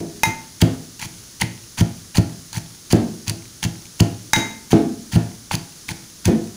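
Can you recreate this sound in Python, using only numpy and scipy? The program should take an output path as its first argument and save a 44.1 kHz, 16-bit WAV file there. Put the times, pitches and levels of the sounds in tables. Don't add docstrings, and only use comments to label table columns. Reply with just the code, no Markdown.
import sys
import numpy as np
from scipy import signal
from scipy.fft import rfft, irfft
from scipy.io import wavfile

SR = 44100
rng = np.random.default_rng(int(sys.argv[2]) if len(sys.argv) > 2 else 0)


def master(y):
    cut = np.clip(np.atleast_2d(y).T, -1, 1)
    pcm = np.round(cut * 32767)
    wavfile.write(sys.argv[1], SR, pcm.astype(np.int16))


N = 289296


# (landing time [s], sinking time [s],
# crunch level [dB], push level [dB], thud level [dB], hardness as extra knock [dB], rise time of the thud [s])
STROKES = [(0.002, 0, -43, -42, -19.5, 25.5, 0.0046), (0.255, .005, -44, -27, 0, 3.5, 0.044),
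           (0.6227, .019, -32, -24, 2.5, 10.5, 0.0024), (1.048, .053, -34.5, -36, -20.5, 3.5, 0.0064),
           (1.423, .024, -33.5, -25, -8, 3, 0.0086), (1.8095, .037, -28.5, -13.5, 0.5, 1, 0.0037),
           (2.1817, .036, -28, -19, 1.5, 3, 0.0028), (2.558, .03, -33.5, -28, -10, -2, 0.02),
           (2.9316, .029, -29.5, -20, 1, 17, 0.0012), (3.297, .033, -34, -13.5, -12.5, 7, 0.01),
           (3.648, .023, -29, -25, -7, 2, 0.0049), (4.006, .014, -34, -28, 2.5, 5.5, 0.0033),
           (4.353, .005, -39, -30, 1, 12.5, 0.041), (4.7308, .027, -31, -17, -0.5, 21, 0.00066),
           (5.1561, .04, -31.5, -10, 2, 5.5, 0.0049), (5.527, .019, -28.5, -25, -7, 3.5, 0.017),
           (5.9, .019, -33.5, -30, -16, 7, 0.014), (6.2799, .036, -32, -3.5, -2, 19.5, .0015)]
# (frequency [Hz], level [dB], time to fall by 60 dB [s])
SUPPORT_MODES = [(61, -16, 0.11), (112.4, -0.5, 0.11), (167.2, -2.5, 0.1), (213.8, -17.5, 0.15),
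                 (252.3, -27.5, 0.24), (278, -32, 0.34), (330.4, -21.5, 0.22), (404.4, -33.5, 0.21),
                 (488, -34.5, 0.17), (573, -43, 0.18), (613, -35.5, 0.19), (685, -35.5, 0.32),
                 (820, -74, 0.088), (822, -39.5, 0.34), (988, -41, 0.13), (1140, -56, .08),
                 (1380, -42, 0.18), (1830, -41, 0.17)]
# (frequency [Hz], level [dB])
KNOCK_SPECTRUM = [(100, -19), (230, 7.5), (380, -1), (550, -7), (800, -7.5), (1050, -18), (1600, -18),
                  (2500, -22), (7000, -31), (14000, -42)]
# (time [s], pitch of the pop [Hz], body level [dB], fizz level [dB])
PLACED_SNAPS = [(0.254, 2070, -23, -28), (0.616, 3000, -15, -12.5), (0.6195, 3280, -12, -21),
                (0.994, 2860, -31, -33), (1.0157, 2360, -32, -26.5), (1.026, 2260, -22, -36),
                (1.412, 3000, -17, -20), (1.4151, 1920, -18, -14), (1.42, 2040, -11, -31),
                (1.808, 3160, -19.5, -27), (2.1573, 890, -24, -27), (2.1711, 860, -23, -18.5),
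                (2.5295, 875, -31.5, -26), (2.57, 3430, -45, -26), (2.925, 3060, -34, -14.5),
                (3.28, 2620, -23.5, -18.5), (3.296, 3600, -23, -15.5), (3.629, 3200, -18, -23),
                (3.639, 1740, -21.5, -18.5), (3.8547, 2400, -38, -39), (4.001, 2890, -12, -25),
                (4.004, 830, -18, -13), (4.3621, 3800, -14, -31), (4.72, 3220, -20, -25),
                (5.123, 3300, -31, -29), (5.512, 930, -14.5, -38), (5.5155, 880, -21.5, -26),
                (5.552, 2690, -24, -19.5), (5.8893, 2220, -17, -27), (6.2549, 2510, -18.5, -14)]
# (frequency [Hz], level [dB])
BODY_SPECTRUM = [(200, 8.5), (550, -15), (760, -1.5), (900, 6.5), (1200, -9.5), (1550, 1), (1950, 0),
                 (2600, 1), (3300, -1), (4500, -29.5)]
# (frequency [Hz], level [dB])
FIZZ_SPECTRUM = [(1800, -31), (3100, -6), (3700, -5), (4500, 4.5), (5300, -2), (6400, 3), (8100, -7),
                 (10100, -2), (11500, -10.5), (13300, -19), (14800, -5), (15500, -4.5)]
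# (time [s], ring level [dB], place on the wall [0-1], clash level [dB],
# skid level [dB], extra damping by pulp [dB per s])
CLANGS = [(0.2338, -1.5, 0.16, -3.5, -33, 70), (1.4185, -7, 0.3, -39, -58, 2200),
          (4.3334, -1, 0.8, -2.5, -24.5, 8)]
# (frequency [Hz], level struck at place 0 [dB], level struck at place 1 [dB],
# time to fall by 60 dB before the extra damping [s])
BOWL_MODES = [(859, -21, -22.5, 0.23), (892, -15.5, -25, 0.53), (975, -22, -37, 0.28),
              (1756, -47, -30, 0.52), (1694, -30, -27, 0.33), (2060, -23, -29, 0.059),
              (2090, -14, -20, 0.51), (2480, -14, -22, 0.042), (3807, -25.5, -17, 0.38),
              (4530, -34, -48, 0.12), (5340, -21, -33, 0.081), (5840, -46, -43, 0.36),
              (6240, -35, -47, 0.31), (6331, -41, -33, 0.13), (6600, -25, -49, 0.4), (6470, -31, -38, 0.34),
              (8500, -50, -35, 0.31), (8400, -34, -47, .25), (10200, -19, -53, 0.1),
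              (11230, -26, -44, 0.19), (15300, -39, -29, 0.14)]
# (frequency [Hz], level [dB])
CLASH_SPECTRUM = [(150, 9), (600, -2), (900, 3), (1250, 3.5), (2200, 9), (3400, -5), (5000, 2), (5600, 0.5),
                  (6400, 14), (7600, -6), (10500, -3), (13200, -16.5), (15000, -2)]
# (frequency [Hz], time to fall by 60 dB [s])
ROOM_DECAY = [(80, 0.55), (250, 0.58), (600, 0.47), (1500, 0.46), (4000, 0.4), (12000, 0.26)]
# (frequency [Hz], level [dB])
BACKGROUND_SPECTRUM = [(20, -11), (45, 1), (125, 2), (340, -3), (450, -9.5), (750, -15.5), (1500, -11.5),
                       (2500, -15), (4500, -7), (6400, -3), (8000, -12), (10000, -7.5), (13500, -22.5),
                       (15000, -12.5)]

BACKGROUND_DB = -41.5
TOP_HZ = 15600
PUSH_SHARE, PUSH_HARD_DB, PUSH_RISE_S = 0.39, -7.5, 0.0065
SOFT_TILT_DB, TILT_PER_HARD = 3, 0.32
THUD_ROOM_DB, ROOM_PER_HARD, ROOM_PER_LEVEL = -15.5, 0.26, 0.32
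SMALL_SNAP_DB, SMALL_SPREAD_DB, SMALL_POP_HZ = -1, 4, (1720, 3850)
LIFT_DELAY_S, LIFT_S, LIFT_DB = 0.09, 0.13, -43


def thuds(contact_hz=2500, knock_hz=270, bass_hz=110, bass_loss=0.6, cloth_hz=60,
          knock_db=-32, knock_decay_s=0.032, knock_room_db=-3, size=28000):
    t = np.arange(size) / SR
    out = np.zeros(N)
    hz, mode_db, t60 = np.transpose(SUPPORT_MODES)[:, :, None]
    upper = 1 / (1 + (knock_hz / hz) ** 4) / (1 + (hz / 900) ** 3)
    lower = 1 / (1 + (hz / bass_hz) ** 4)
    for start, level_db, hard_db, rise in blows():
        tilt_db = SOFT_TILT_DB - TILT_PER_HARD * hard_db
        room_db = THUD_ROOM_DB + ROOM_PER_HARD * hard_db - ROOM_PER_LEVEL * level_db
        cushion = np.sin(np.pi / 2 * np.minimum(t / rise, 1)) ** 2

        shift = 1 + 0.0057 * upper * rng.standard_normal(hz.shape)
        strength_db = mode_db + hard_db * (upper - bass_loss * lower) + tilt_db * octaves_up(hz)
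        modes = amp(strength_db - 60 * t / t60) * np.cos(2 * np.pi * hz * shift * t)
        thud = band(modes.sum(0) * cushion, contact_hz, "low")
        thud = band(thud, cloth_hz, "high", order=4)

        spectrum = [(f, gain_db + tilt_db * octaves_up(f)) for f, gain_db in KNOCK_SPECTRUM]
        burst = rng.standard_normal(size) * cushion * np.exp(-t / knock_decay_s)
        knock = amp(knock_db + hard_db) * colour(burst, spectrum)

        to_room = amp(room_db) * thud + amp(knock_room_db) * knock
        to_room = band(to_room, 91, "high")
        add(out, start, amp(level_db) * (thud + knock + room(to_room)))
    return out


def blows():
    landings, pushes = [], []
    for land, sink, _, push_db, thud_db, hard_db, rise in STROKES:
        landings.append((land, thud_db, hard_db, rise))
        pushes.append((land - (1 - PUSH_SHARE) * sink, push_db, PUSH_HARD_DB, PUSH_RISE_S))
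    return landings + pushes


def octaves_up(hz, from_hz=380, most=1.5):
    return np.clip(np.log2(hz / from_hz), 0, most)


def crunch(squeeze_body_db=-1.5, squeeze_fizz_db=-1, snap_body_db=-2, snap_fizz_db=4, pop_db=4,
           pop_decay_s=0.0015, snap_decay_s=0.0024, swell=0.48, release_s=0.0031, room_db=-14):
    body, fizz, pops = np.zeros((3, N))
    t = np.arange(SR // 12) / SR
    for start, length, crunch_db in squeezes():
        growth = np.minimum((t + 0.0067) / (swell * length), 1)
        pressure = growth * np.exp(-np.maximum(t - length, 0) / release_s)
        add(body, start, amp(crunch_db + squeeze_body_db) * pressure * crackle(len(t), per_s=5000))
        add(fizz, start, amp(crunch_db + squeeze_fizz_db) * pressure * crackle(len(t), per_s=8000))
    t = np.arange(SR // 60) / SR
    onset = np.minimum(t / 0.00035, 1)
    for start, hz, body_db, fizz_db in PLACED_SNAPS + small_snaps():
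        burst = rng.choice([-1., 1.], len(t)) * np.exp(-t / snap_decay_s) * onset
        pop = np.sin(2 * np.pi * hz * t) * np.exp(-t / pop_decay_s) * onset
        add(body, start, amp(body_db + snap_body_db) * burst)
        add(fizz, start, amp(fizz_db + snap_fizz_db) * burst)
        add(pops, start, amp(body_db + pop_db) * pop)
    wet = colour(body, BODY_SPECTRUM) + colour(fizz, FIZZ_SPECTRUM) + pops
    return wet + amp(room_db) * room(wet)


def squeezes(linger=1.3):
    rows = []
    for land, sink, crunch_db, _, _, _, rise in STROKES:
        rows.append((land - sink, max(sink + linger * rise, 1 / SR), crunch_db))
    return rows


def crackle(count, per_s=5000, spread_db=3.0, cycles=1.7, bands=14):
    out = np.zeros(count)
    for hz in np.geomspace(700, 15000, bands):
        size = amp(spread_db * np.minimum(rng.exponential(1, count), 4))
        size *= rng.choice([-1, 1], count)
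        clicks = size * (rng.random(count) < per_s / bands / SR)
        pole = np.exp((2j * np.pi - 1 / cycles) * hz * rng.uniform(0.92, 1.08) / SR)
        grains = signal.lfilter([1], [1, -pole], clicks + 1e-12).imag
        out += np.sqrt(hz) * unit(grains)
    return unit(out)


def small_snaps(count=3):
    rows = []
    for start, length, level_db in squeezes() + lifts():
        for k, (when, pitch, body, fizz) in enumerate(rng.random((count, 4))):
            stray_db = SMALL_SPREAD_DB * (2 * np.array([body, fizz]) - 1)
            body_db, fizz_db = level_db + SMALL_SNAP_DB + stray_db
            pop_hz = np.interp(pitch, (0, 1), SMALL_POP_HZ)
            rows.append((start + length * (k + when) / count, pop_hz, body_db, fizz_db))
    return rows


def lifts():
    return [(land + LIFT_DELAY_S, LIFT_S, LIFT_DB) for land, *_ in STROKES]


def clangs(clash_decay_s=0.0024, skid_decay_s=0.079, split_hz=9, twin_db=-5,
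           clash_room_db=-7, ring_room_db=-15):
    t = np.arange(SR) / SR
    out = np.zeros(N)
    hz, first_db, second_db, t60 = np.transpose(BOWL_MODES)[:, :, None]
    for start, level_db, place, clash_db, skid_db, damping in CLANGS:
        struck_db = first_db + place * (second_db - first_db)
        mode_db = struck_db - (60 / t60 + damping) * t
        twin_hz = hz + split_hz * (1 + 0.26 * rng.standard_normal(hz.shape))
        pairs = np.sin(2 * np.pi * hz * t) + amp(twin_db) * np.sin(2 * np.pi * twin_hz * t)
        ring = (amp(level_db + mode_db) * pairs * rng.choice([-1, 1], hz.shape)).sum(0)

        contact = amp(clash_db) * np.exp(-t / clash_decay_s) + amp(skid_db) * np.exp(-t / skid_decay_s)
        clash = colour(contact * rng.standard_normal(len(t)), CLASH_SPECTRUM)
        to_room = amp(ring_room_db) * ring + amp(clash_room_db) * clash
        add(out, start, ring + clash + room(to_room))
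    return out


def room(x, gap_s=0.0088, build_s=0.0099, size=512):
    hz, t, z = signal.stft(rng.standard_normal(SR), SR, nperseg=size)
    decay = amp(-60 * t / read(ROOM_DECAY, hz)[:, None])
    tail = signal.istft(z / abs(z) * decay, SR, nperseg=size)[1]
    tail *= np.clip((np.arange(len(tail)) / SR - gap_s) / build_s, 0, 1)
    return signal.oaconvolve(x, tail / np.linalg.norm(tail))[:len(x)]


def background(drift_db=0.37):
    spectrum = rfft(rng.standard_normal(N))
    gain = amp(read(BACKGROUND_SPECTRUM, np.fft.rfftfreq(N, 1 / SR)))
    steady = unit(irfft(spectrum * gain, N))
    return amp(BACKGROUND_DB + drift_db * wander(N, size=4000)) * steady


def wander(count, size):
    noise = rng.standard_normal(count + 2 * size - 1)
    return unit(signal.oaconvolve(noise, signal.windows.hann(2 * size), "valid"))


def amp(db):
    return 10 ** (np.asarray(db) / 20)


def unit(x):
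    return x / np.sqrt(np.mean(x ** 2) + 1e-20)


def read(points, hz):
    f, value = np.transpose(points)
    return np.interp(np.log(hz + 1), np.log(f + 1), value)


def add(mix, start, sound):
    part = mix[max(round(start * SR), 0):][:len(sound)]
    part += sound[:len(part)]


def colour(x, points, size=4096):
    log_gain = np.log(amp(read(points, abs(np.fft.fftfreq(size, 1 / SR)))))
    response = np.exp(np.conj(signal.hilbert(log_gain)))
    taps = np.fft.ifft(response).real[:size // 2]
    return signal.oaconvolve(x, taps / np.linalg.norm(taps))[:len(x)]


def band(x, hz, kind, order=2):
    return signal.sosfilt(signal.butter(order, hz, kind, fs=SR, output="sos"), x)


def scene():
    return (thuds() + crunch() + clangs() + background())[None]


def record(dry):
    rounded = dry / (1 + dry ** 6) ** (1 / 6)
    low_pass = signal.firwin(511, TOP_HZ, window=("kaiser", 9), fs=SR)
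    return signal.oaconvolve(rounded, low_pass[None], "same")


dry = scene()
out = record(dry)
master(out)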